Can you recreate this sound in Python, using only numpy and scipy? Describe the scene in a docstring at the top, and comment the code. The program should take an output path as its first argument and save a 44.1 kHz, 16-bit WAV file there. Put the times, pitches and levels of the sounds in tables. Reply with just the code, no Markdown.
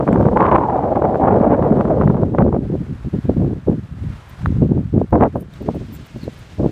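"""Gusts of wind buffet a hand-held camera's microphone on an open hilltop.
Eddies (little whirls of air) rumble, slap and thump at its opening, brighter the faster the air.
A strong gust hoots across the opening, then lets off. In the lulls the trees hiss softly,
the camera ticks and rustles in the hand, and a bit of metal jingles faintly."""
import sys
import numpy as np
from scipy import signal
from scipy.fft import rfft, irfft, next_fast_len
from scipy.io import wavfile
from scipy.ndimage import uniform_filter1d, minimum_filter1d

SR = 44100
rng = np.random.default_rng(int(sys.argv[2]) if len(sys.argv) > 2 else 0)


def wav_out(sig):
    """Save sig, one row per channel (or a flat mono array), as 16-bit PCM at SR to the path in sys.argv[1]."""
    wavfile.write(sys.argv[1], SR, np.round(np.clip(np.atleast_2d(sig).T, -1, 1) * 32767).astype(np.int16))


N = 295911
T = np.arange(N) / SR
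SIZE = next_fast_len(N, real=True)
HZ = np.fft.rfftfreq(SIZE, 1 / SR)

# How the microphone cuts deep bass. Each row: frequency in Hz, gain in dB.
MIC_RESPONSE = [(18, -49), (28, -35), (40, -10), (52, -1.5), (70, 2.5), (150, 2), (300, 0.77), (5000, -2)]
# The hardest eddies to hit it. Each row: time in seconds, relative peak in dB, eddy rate in Hz.
HARD_SLAPS = [(.008, -1.5, 820), (0.078, -2, 1100), (.088, -3, 900), (.129, -8, 1400), (.146, -12, 910),
              (.16, -1, 880), (.176, -9, 850), (0.21, -7.5, 930), (.229, -9, 850), (0.256, -3.5, 880),
              (.267, -3, 750), (0.287, -1, 950), (0.3664, -0.5, 800), (.373, 1, 1260), (0.407, 3.5, 1310),
              (.427, -4, 1100), (0.444, -6, 1150), (.455, -7, 1290), (0.466, -3.5, 1330), (0.487, -2, 850),
              (0.5158, 0, 1350), (0.528, -7.5, 1187), (0.549, -4, 1200), (0.558, -5, 1440),
              (0.562, -1, 1330), (0.585, 2, 830), (0.607, -11, 1000), (.64, -11, 950), (0.7, -4.5, 850),
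              (.757, -7, 852), (.924, -10, 880), (.959, -3.5, 920), (1.022, 0, 870), (1.054, -4, 936),
              (1.146, -5.5, 980), (1.157, -6, 1020), (1.208, -16, 840), (1.277, -13, 850), (1.343, -5, 895),
              (1.365, -12, 846), (1.416, -7, 845), (1.428, -8, 837), (1.45, -8, 826), (1.539, -12, 1000),
              (1.547, -11, 995), (1.626, -2.5, 931), (1.663, -12.5, 870), (1.706, -15, 830),
              (1.728, -5, 620), (1.783, -17, 800), (1.81, -6.5, 1280), (1.854, -6, 913), (1.91, -4, 730),
              (2.014, -1, 950), (2.022, -5.5, 950), (2.036, -1, 700), (2.077, -6.5, 1182), (2.102, 0, 867),
              (2.146, -6.5, 750), (2.17, -5.5, 740), (2.22, -17, 750), (2.234, -2, 658), (2.349, -4, 744),
              (2.386, -1.5, 1182), (2.406, -9, 850), (2.423, -5, 1000), (2.528, -8, 700),
              (2.546, -4.5, 686), (2.565, -6.5, 598), (2.754, -5.5, 399), (3.148, -11.5, 377),
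              (3.296, 0.5, 434), (3.447, -6, 418), (4.622, -1.5, 440.6), (4.72, -5.5, 480.7),
              (4.792, -15, 379.7), (4.98, -4.5, 475), (5.016, -3, 602), (5.132, 13.5, 772),
              (5.156, 1.5, 741), (5.21, 0, 850), (5.225, 4, 950), (5.237, -3.5, 1303), (5.264, -20, 810),
              (5.358, -5, 666), (5.689, -1.5, 618.5), (5.768, -11.5, 424.6), (6.163, -23, 478),
              (6.28, -10, 476), (6.608, -9.5, 484), (6.634, -6, 424), (6.645, -1, 450), (6.663, 2, 445)]


def gain_of(db):
    """Turns decibels into a number to multiply by."""
    return 10 ** (np.asarray(db) / 20)


def unit_level(x):
    """Scales a signal to an average (rms) level of one."""
    return x / np.sqrt(np.mean(x ** 2) + 1e-20)


def spectrum_at(points, hz):
    """Looks up levels between the points of a spectrum, with octaves evenly spaced."""
    frequencies, levels = np.transpose(points)
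    return np.interp(np.log(np.maximum(hz, 1e-6)), np.log(frequencies), levels)


def curves(rows):
    """Turns each column after the times into a curve over the whole scene."""
    times, *columns = np.transpose(rows)
    return [np.interp(T, times, column) for column in columns]


def add(mix, start_s, sound):
    """Mixes a sound in, cutting off what does not fit."""
    start = round(start_s * SR)
    sound = sound[max(-start, 0):]
    part = mix[max(start, 0):][:len(sound)]
    part += sound[:len(part)]


def noise(gain):
    """Noise at level one with the given spectrum."""
    return unit_level(irfft(rfft(rng.standard_normal(SIZE)) * gain, SIZE)[:N])


def flutter(low_hz, high_hz):
    """A random wobble, mostly between two rates."""
    return noise(HZ / (HZ + low_hz) / np.sqrt(HZ + low_hz) / (1 + (HZ / high_hz) ** 4))


def airflow(puff, puff_hz):
    """Puffs add to the steady wind; the stronger counts more in the eddy rate (how fast eddies pass)."""
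    # One long gust, then a lull. Each row: time in seconds, pressure in dB, eddy rate in Hz.
    steady_wind = [(0, -43, 600), (.33, -38.5, 540), (.45, -42.5, 886), (.65, -47.5, 776), (1.0, -45, 675),
                   (1.18, -45.5, 640), (1.36, -40.5, 673), (1.55, -41.5, 668), (1.98, -42, 580),
                   (2.2, -41, 500), (2.28, -39.5, 334), (2.66, -45, 282.3), (3.0, -51.5, 152),
                   (3.85, -48.5, 142), (4.28, -47.5, 116.8), (5.1, -47.5, 132.4), (5.45, -58.5, 169.4),
                   (5.88, -53.5, 202), (6.5, -60, 137.7)]
    steady_db, steady_hz = curves(steady_wind)
    steady = gain_of(steady_db)
    pressure = np.hypot(steady, puff)
    eddy_hz = (steady ** 2 * steady_hz + puff ** 2 * puff_hz) / pressure ** 2
    return pressure, eddy_hz


def swirls(eddy_hz, steadying=0.9, surge_s=0.013, slack_s=0.0037):
    """The air wavers, less so when fast. It slackens just before each hard slap and surges with it."""
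    swirl = 2 * np.tanh(flutter(low_hz=2.7, high_hz=90) / 2)
    swirl *= np.minimum(400 / eddy_hz, 1) ** steadying
    t = np.arange(-2048, 2048) / SR
    surge = 0.43 * (1 - (t / surge_s) ** 2) * np.exp(-.5 * (t / surge_s) ** 2)
    slack = 0.067 * np.exp(-(2 * (t / slack_s + 1)) ** 2)
    for s, _, _ in HARD_SLAPS:
        add(swirl, s + t[0], surge - slack)
    return swirl


def buffeting(pressure, eddy_hz, swirl, level_db=2.5, swirl_db=2.0, brightening=0.11):
    """Eddies rumble at the opening; each swirl briefly pushes harder and sheds finer, brighter ones."""
    # The tone of the eddies. Each row: multiple of the eddy rate, level in dB.
    eddy_spectrum = [(.05, -8), (.35, -4.5), (.7, -5.5), (1, -7.5), (1.5, -18), (2.2, -32), (3.3, -45),
                     (5, -71.5), (9, -90), (40, -130)]
    multiple, shape_db = np.transpose(eddy_spectrum)
    log_rate = np.log(eddy_hz) + brightening * swirl
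    air = rfft(rng.standard_normal(SIZE)) * np.sqrt(SR / 2) * gain_of(spectrum_at(MIC_RESPONSE, HZ))
    out = np.zeros(N)
    for centre_hz in 20 * 2 ** (np.arange(18) / 2):  # bands half an octave apart
        band = np.maximum(1 - 2 * abs(np.log2((HZ + 1) / centre_hz)), 0)
        band_db = np.interp(np.log(centre_hz) - log_rate, np.log(multiple), shape_db)
        out += irfft(air * band, SIZE)[:N] * gain_of(band_db)
    return out * pressure * gain_of(level_db + swirl_db * swirl)


def trees(shimmer_db=1.0):
    """Wind in the trees: a dull, far rush blends into the brighter hiss of near needles."""
    # How loud the trees are. Each row: time in seconds, treble level in dB.
    loudness = [(0, -66), (1.45, -69), (1.95, -67), (2.5, -71), (3.15, -64), (3.5, -68), (3.97, -67.5),
                (4.06, -63.5), (4.25, -63.5), (4.45, -62.5), (4.75, -69.5), (5.48, -70), (5.55, -62.5),
                (6.4, -60), (6.69, -61)]
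    # How much comes from near needles. Each row: time in seconds, share from 0 to 1.
    near_share = [(0, 0.05), (5.4, 0), (5.6, 0.76), (6.3, 0.86), (6.71, 0.91)]
    # The tone of the trees. Each row: frequency in Hz, far level in dB, near level in dB.
    tree_spectra = [(100, 23.5, 20.5), (500, 24.5, 18.5), (1000, 25, 10), (1610, 23.5, 13.5),
                    (2080, 18.5, 14), (3420, 13, 11), (5400, 5.5, 5), (8200, 1.5, -1), (9200, -1, -6.5),
                    (11500, -4, -10), (15500, -13.5, -15)]
    (db,), (near,) = curves(loudness), curves(near_share)
    hz, far_db, near_db = np.transpose(tree_spectra)
    treble = (HZ > 4800) & (HZ < 9000)
    out = np.zeros(N)
    for share, tone_db in (1 - near, far_db), (near, near_db):
        rush = noise(gain_of(spectrum_at(np.c_[hz, tone_db], HZ)))
        treble_level = irfft(rfft(rush, SIZE) * treble, SIZE).std()
        out += np.sqrt(share) * rush / treble_level
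    return out * gain_of(db + shimmer_db * flutter(low_hz=1.1, high_hz=60))


def slaps(hits, level_db=-2, wake_s=0.004, wake_gain=0.042, rate_factor=1.04):
    """An eddy hits the opening: one sharp pulse of pressure inside a short wake of rough air."""
    # A slap's steep front makes it bright. Each row: multiple of the eddy rate, level in dB.
    slap_spectrum = [(.05, -2.5), (.4, -0.5), (1, -2.5), (1.5, -12.5), (2.2, -27), (3.3, -42), (5, -57.5),
                     (9, -63), (40, -120)]
    out, t = np.zeros(N), np.arange(-1024, 1024) / SR
    hz = np.fft.rfftfreq(len(t), 1 / SR)
    mic_db = spectrum_at(MIC_RESPONSE, hz)
    for (s, db, eddy_hz), air in zip(hits, rng.standard_normal((len(hits), len(t)))):
        tone = gain_of(spectrum_at(slap_spectrum, hz / (eddy_hz * rate_factor)) + mic_db)
        pulse = (t == 0) + wake_gain * air * np.exp(-(t / wake_s) ** 2)
        twist = np.exp(1j * np.pi * air[0])  # a random phase gives each pulse its own shape
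        burst = irfft(rfft(pulse) * tone * twist)
        add(out, s + t[0], gain_of(db + level_db) * burst / abs(burst).max())
    return out


def small_slap_hits(pressure, eddy_hz, boost_db=21, spread_db=6.0, rate_factor=1.74, count=190):
    """Lists small eddies that crackle at random moments, harder and brighter when the flow is."""
    when, size = rng.random((count, 2)).T
    at = ((np.arange(count) + when) / count * (N - 1)).astype(int)
    db = 20 * np.log10(pressure[at]) + boost_db + spread_db * (2 * size - 1)
    return list(zip(T[at], db, rate_factor * eddy_hz[at]))


def breakaways():
    """The wind's level dips when the flow briefly breaks away from the opening; once it swells instead."""
    # Each row: middle in seconds, length in seconds, level change in dB.
    flow_changes = [(0.057, 0.019, -11.5), (0.308, 0.029, -6.5), (.357, 0.011, -5), (0.386, 0.014, -2),
                    (0.474, .008, -5), (0.507, 0.011, -11), (0.57, 0.011, -7), (0.947, 0.013, -13),
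                    (1.009, 0.014, -5), (1.192, 0.018, -9.5), (1.581, 0.029, -0.5), (1.836, 0.013, -12),
                    (1.866, 0.0086, -2.5), (2.165, 0.0082, -3.5), (2.27, 0.055, -7), (3.1, 0.02, -17),
                    (3.219, 0.024, -4), (3.63, 0.031, -11), (3.819, 0.029, -9), (3.887, 0.045, -11),
                    (4.255, 0.15, -17), (4.365, 0.055, -11), (5.068, 0.046, -18.5), (5.191, 0.0084, -9),
                    (6.08, 0.061, -16.5), (6.547, 0.041, 6)]
    return gain_of(sum(db * np.exp(-(2 * (T - s) / length) ** 2) for s, length, db in flow_changes))


def puffs(rise_turns=9, release_turns=8.1, arch_db=2.5, slowing=.24):
    """Puffs swell and fade over a number of eddy turns, so slow air lingers. Weaker air turns slower."""
    # Each row: start in seconds, length in seconds, pressure in dB, eddy rate at full strength in Hz.
    air_puffs = [(0.081, 0.23, -42, 450), (0.401, 0.12, -45.5, 1016), (0.513, 0.053, -39.5, 900),
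                 (0.577, 0.014, -41.5, 856), (.958, 0.044, -47, 677), (1.018, 0.043, -45, 720.5),
                 (1.204, 0.14, -41, 809), (1.501, 0.051, -39, 870), (1.704, 0.1, -42, 499),
                 (2.02, 0.071, -40, 486.5), (2.35, 0.0066, -40, 699), (2.382, 0.047, -38.5, 848.4),
                 (2.41, 0.08, -36, 483), (2.529, 0.038, -40, 562), (2.696, 0.054, -44, 371),
                 (2.797, 0.034, -44.5, 300), (2.887, 0.04, -45.5, 237), (3.042, 0.034, -43, 280),
                 (3.127, 0.041, -40, 310), (3.249, .01, -39.5, 289.4), (3.284, 0.036, -37.5, 366.6),
                 (3.358, 0.092, -39.5, 362), (3.458, 0.11, -43.5, 342.8), (3.666, 0.071, -38.5, 399),
                 (3.777, 0.0098, -40.5, 217.3), (4.006, 0.12, -45, 175), (4.158, 0.016, -48, 170),
                 (4.427, 0.2, -39.5, 201), (4.601, 0.0611, -38, 352), (4.682, 0.13, -38.5, 330),
                 (4.927, 0.11, -37, 334.5), (5.124, 0.071, -36, 612), (5.198, 0.073, -37, 700),
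                 (5.333, 0.1, -51, 433), (5.358, 0.014, -48.5, 602), (5.601, 0.11, -51, 430),
                 (5.738, 0.024, -44, 422), (5.797, 0.032, -47.5, 356), (5.682, 0.016, -44, 567),
                 (6.16, 0.012, -49.5, 400), (6.231, 0.063, -54.5, 360), (6.582, 0.05, -42, 431),
                 (6.631, 0.063, -43.5, 453)]
    start, length, db, eddy_hz = np.transpose(air_puffs)
    t = T[::64]
    age = t[:, None] - start
    rise = np.sin(np.pi / 2 * np.clip(age * eddy_hz / rise_turns + .5, 0, 1)) ** 2
    arch = gain_of(-arch_db * (2 * np.clip(age / length, 0, 1) - 1) ** 2)  # weaker at both ends
    release = np.exp(-np.clip((age - length) * eddy_hz / release_turns, 0, 20))
    shape = rise * arch * release
    power = (gain_of(db) * shape) ** 2 + 1e-14
    rate = (power * eddy_hz * shape ** slowing).sum(1) / power.sum(1)
    return np.interp(T, t, np.sqrt(power.sum(1))), np.interp(T, t, rate)


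def thumps(level_db=-5.0, rise_turns=0.55, fall_turns=0.68, dip_db=2.0, dip_s=0.0075):
    """Big, slow eddies shove the microphone and sweep small ones aside. Gives thumps and a rumble dip."""
    # Each row: time in seconds, relative peak in dB, pitch in Hz.
    big_eddies = [(0.103, -4, 201), (0.13, 2.5, 212), (0.159, 3, 235), (0.188, 2.5, 180), (.234, -3, 230),
                  (0.266, 4, 177), (1.412, 5, 200), (1.551, -5, 190), (1.618, -1.5, 178.3),
                  (1.715, 16, 217), (1.765, -4, 190), (1.856, -5, 181.8), (2.045, 0, 178), (2.06, 4.5, 148),
                  (2.081, -0.5, 164.1), (2.102, 6.5, 156), (2.138, -1.5, 180), (2.157, -3.5, 140),
                  (2.202, -1, 190), (2.231, -1, 150), (2.349, -9, 183.7), (2.396, 0, 160), (2.429, 4, 140),
                  (2.454, -0.5, 195), (2.59, -2, 210.9), (2.726, -7, 169.4), (2.815, -10, 170),
                  (2.928, -11.5, 151.6), (3.148, -10, 212), (3.189, -3, 200.6), (3.247, -8, 130),
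                  (3.293, 0, 209.6), (3.314, -5, 179.6), (3.382, 0, 155), (3.397, -3.5, 189.8),
                  (3.416, 0, 200.8), (3.697, 1, 165.9), (3.721, -5, 222.3), (3.783, -9.5, 221),
                  (4.062, -12, 160.8), (4.414, -13.5, 110), (4.447, -6, 130), (4.475, -8, 115),
                  (4.506, -2.5, 205), (4.557, -5.5, 129), (4.603, -5, 144.5), (4.622, 3.5, 281.5),
                  (4.719, 1, 247), (4.784, -6, 138.2), (4.857, -8.5, 140), (4.947, 1, 164),
                  (4.979, 5.5, 188), (5.152, 1, 170), (5.212, 4, 205.8), (5.765, -14, 150),
                  (6.236, -13, 188.4)]
    out, cover = np.zeros((2, N))
    t = np.arange(-2048, 2048) / SR
    for (s, db, hz), phase in zip(big_eddies, rng.random(len(big_eddies))):
        turns = hz * t
        swell = np.exp(-(turns / np.where(t < 0, rise_turns, fall_turns)) ** 2)
        add(out, s + t[0], gain_of(db + level_db) * swell * np.cos(2 * np.pi * (turns + phase)))
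        add(cover, s + t[0], np.exp(-(t / dip_s) ** 2))
    return out, gain_of(-dip_db * np.minimum(cover, 1))


def rustles(width_share=0.021, grain_db=7.0):
    """The hand sticks and slips on the camera, making tiny squeaks with a grainy rasp."""
    # Each row: time in seconds, level in dB, length in seconds, pitch in Hz,
    # rasp compared with the squeak in dB, fall of the pitch in Hz per second.
    hand_shifts = [(0.128, -60, 0.0046, 7500, 2, 0), (5.236, -63, .008, 3000, 2.5, 0),
                   (5.541, -51, 0.0062, 3660, -10, -10), (5.953, -63, .045, 7500, 2, 0),
                   (6.238, -49.5, 0.033, 4197, -12, 12000)]
    out, t = np.zeros(N), np.arange(-4096, 4096) / SR
    hz = np.fft.rfftfreq(len(t), 1 / SR)
    for s, db, length, pitch, rasp_db, fall_hz_per_s in hand_shifts:
        rub, scrape, grain = rng.standard_normal((3, len(t)))
        ring = irfft(rfft(rub) / (1 + ((hz - pitch) / (width_share * pitch)) ** 2))
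        glide = np.exp(-1j * np.pi * fall_hz_per_s * t ** 2)
        squeak = unit_level((signal.hilbert(ring) * glide).real)
        rasp = gain_of(rasp_db) * unit_level(irfft(rfft(scrape) * hz ** 2 / (hz ** 2 + 4000 ** 2)))
        slips = gain_of(grain_db * unit_level(uniform_filter1d(grain, size=60)))
        add(out, s + t[0], gain_of(db) * (squeak + rasp) * slips * np.exp(-(2 * t / length) ** 2))
    return out


def hoot(puff, puff_hz, swirl, level_db=-2.5, width_hz=118, swirl_db=7.5, fade_s=0.029, puff_db=12.5):
    """Air grazing the opening sheds whirls that hoot hollowly, higher the faster it blows."""
    # The hoot of the long gust. Each row: time in seconds, pitch in Hz, relative level in dB.
    gust_notes = [(0.331, 660, -29.5), (.39, 1010, -14), (0.472, 1040, -18), (0.584, 950, -15),
                  (0.632, 900, -21.5), (0.71, 780, -15), (.76, 722, -20), (.83, 766.6, -18.5),
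                  (.87, 630, -17.5), (0.921, 650, -15.5), (.99, 630, -16.5), (1.05, 700.9, -17),
                  (1.1, 700, -21), (1.181, 640, -16), (1.219, 739, -13.5), (1.301, 740, -18),
                  (1.35, 580, -14), (1.41, 560, -17), (1.47, 650, -21), (1.62, 540, -22), (1.8, 530, -21),
                  (1.91, 600, -20.5), (2.0, 450, -19)]
    gust_hz, gust_db = curves(gust_notes)
    outside_s = abs(T - np.clip(T, gust_notes[0][0], gust_notes[-1][0]))
    gust = gain_of(gust_db) * np.exp(-outside_s / fade_s)
    grazing = gain_of(puff_db) * puff * np.minimum(puff_hz / 413, 1) ** 4  # slow puffs barely hoot
    wobble = 1 / (1 + (HZ / width_hz) ** 2) / (1 + (HZ / (4 * width_hz)) ** 4)
    out = np.zeros(N)
    for hz, strength in (gust_hz, gust), (puff_hz, grazing):
        drift = noise(wobble) + 1j * noise(wobble)  # blurs the note into a breathy band
        out += strength * (drift * np.exp(2j * np.pi * np.cumsum(hz) / SR)).real
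    return out * gain_of(level_db + swirl_db * swirl)


def clinks(chatter_db=4.0):
    """A small metal piece, like a zip pull, chatters on metal: three thin rings and a scrape."""
    # Each row: time in seconds, length in seconds, then low, middle, high ring and scrape in dB.
    jingles = [(4.298, .014, -68, -75, -59, -59), (5.1, 0.025, -76, -82, -70, -79),
               (5.368, 0.019, -83, -56, -73, -76), (5.412, 0.032, -72, -66, -68, -59),
               (5.626, 0.013, -75, -68, -63, -63), (5.755, 0.024, -64, -74, -67, -73),
               (5.942, .03, -67, -70, -48, -59), (6.066, .012, -67, -72, -60, -59),
               (5.87, 0.027, -74, -76, -74, -78), (6.18, .012, -78, -66, -72, -78),
               (6.34, .03, -78, -73, -76, -76), (6.39, 0.032, -69, -72, -76, -64),
               (6.551, .02, -78, -72, -74, -80), (6.659, 0.0088, -77.5, -71, -70.5, -72)]
    # Its rings, which waver as it swings. 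Each row: pitch in Hz, spread to either side in Hz.
    metal_rings = [(8650, 160), (11170, 90), (14200, 330)]
    out, t = np.zeros(N), np.arange(-4096, 4096) / SR
    hz = np.fft.rfftfreq(len(t), 1 / SR)
    tones = [1 / (1 + ((hz - ring_hz) / width) ** 2) for ring_hz, width in metal_rings]
    tones.append(hz ** 2 / (hz ** 2 + 7000 ** 2))  # the scrape
    for s, length, *levels_db in jingles:
        contact, grain = rng.standard_normal((2, len(t)))
        parts = [unit_level(irfft(rfft(contact) * tone)) for tone in tones]
        ring = sum(gain_of(db) * part for db, part in zip(levels_db, parts))
        chatter = gain_of(chatter_db * unit_level(uniform_filter1d(grain, size=120)))
        add(out, s + t[0], ring * chatter * np.exp(-(2 * t / length) ** 2))
    return out


def camera_tick(attack_s=.0007):
    """A sharp knock makes the camera body ring for a few milliseconds."""
    # Each row: time in seconds, peak in dB.
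    knocks = [(4.4593, -6)]
    # The body's rings. Each row: pitch in Hz, relative level in dB, seconds to fade by 60 dB.
    body_rings = [(950, 11.5, 0.0057), (1253, 23, 0.0047), (1540, 0, 0.0066), (2100, -8, 0.01),
                  (3860, -8.5, 0.0065), (6800, -20, 0.0057), (9200, -25, .004), (11000, -18, .004),
                  (13100, -25, .004), (14600, -32, .004)]
    out, t = np.zeros(N), np.arange(SR // 20) / SR
    ring = sum(gain_of(db - 60 * t / fade) * np.sin(2 * np.pi * hz * t) for hz, db, fade in body_rings)
    ring *= 1 - np.exp(-(t / attack_s) ** 2)
    for s, db in knocks:
        add(out, s, gain_of(db) * ring / abs(ring).max())
    return out


def scene():
    """Wind on the microphone, mixed with the trees, the camera and the metal in one channel."""
    puff, puff_hz = puffs()
    pressure, eddy_hz = airflow(puff, puff_hz)
    swirl, flow_gain = swirls(eddy_hz), breakaways()
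    rumble = buffeting(pressure, eddy_hz, swirl)
    hooting = hoot(puff, puff_hz, swirl)
    slapping = slaps(list(HARD_SLAPS) + small_slap_hits(flow_gain * pressure, eddy_hz))
    thumping, rumble_dip = thumps()
    wind = flow_gain * (rumble_dip * rumble + hooting) + slapping + thumping
    return (wind + trees() + camera_tick() + rustles() + clinks())[None]


def record(dry, ceiling_db=-0.4, top_hz=15500):
    """A fast limiter turns the loudest peaks down, then a filter removes the highest treble."""
    needed_gain = 1 / np.maximum(abs(dry) / gain_of(ceiling_db), 1)
    held_gain = minimum_filter1d(needed_gain, size=161)
    smooth_gain = uniform_filter1d(uniform_filter1d(held_gain, size=81), size=81)
    low_pass = signal.firwin(511, top_hz, window=("kaiser", 9), fs=SR)
    return signal.oaconvolve(dry * smooth_gain, low_pass[None], "same")


dry = scene()
out = record(dry)
wav_out(out)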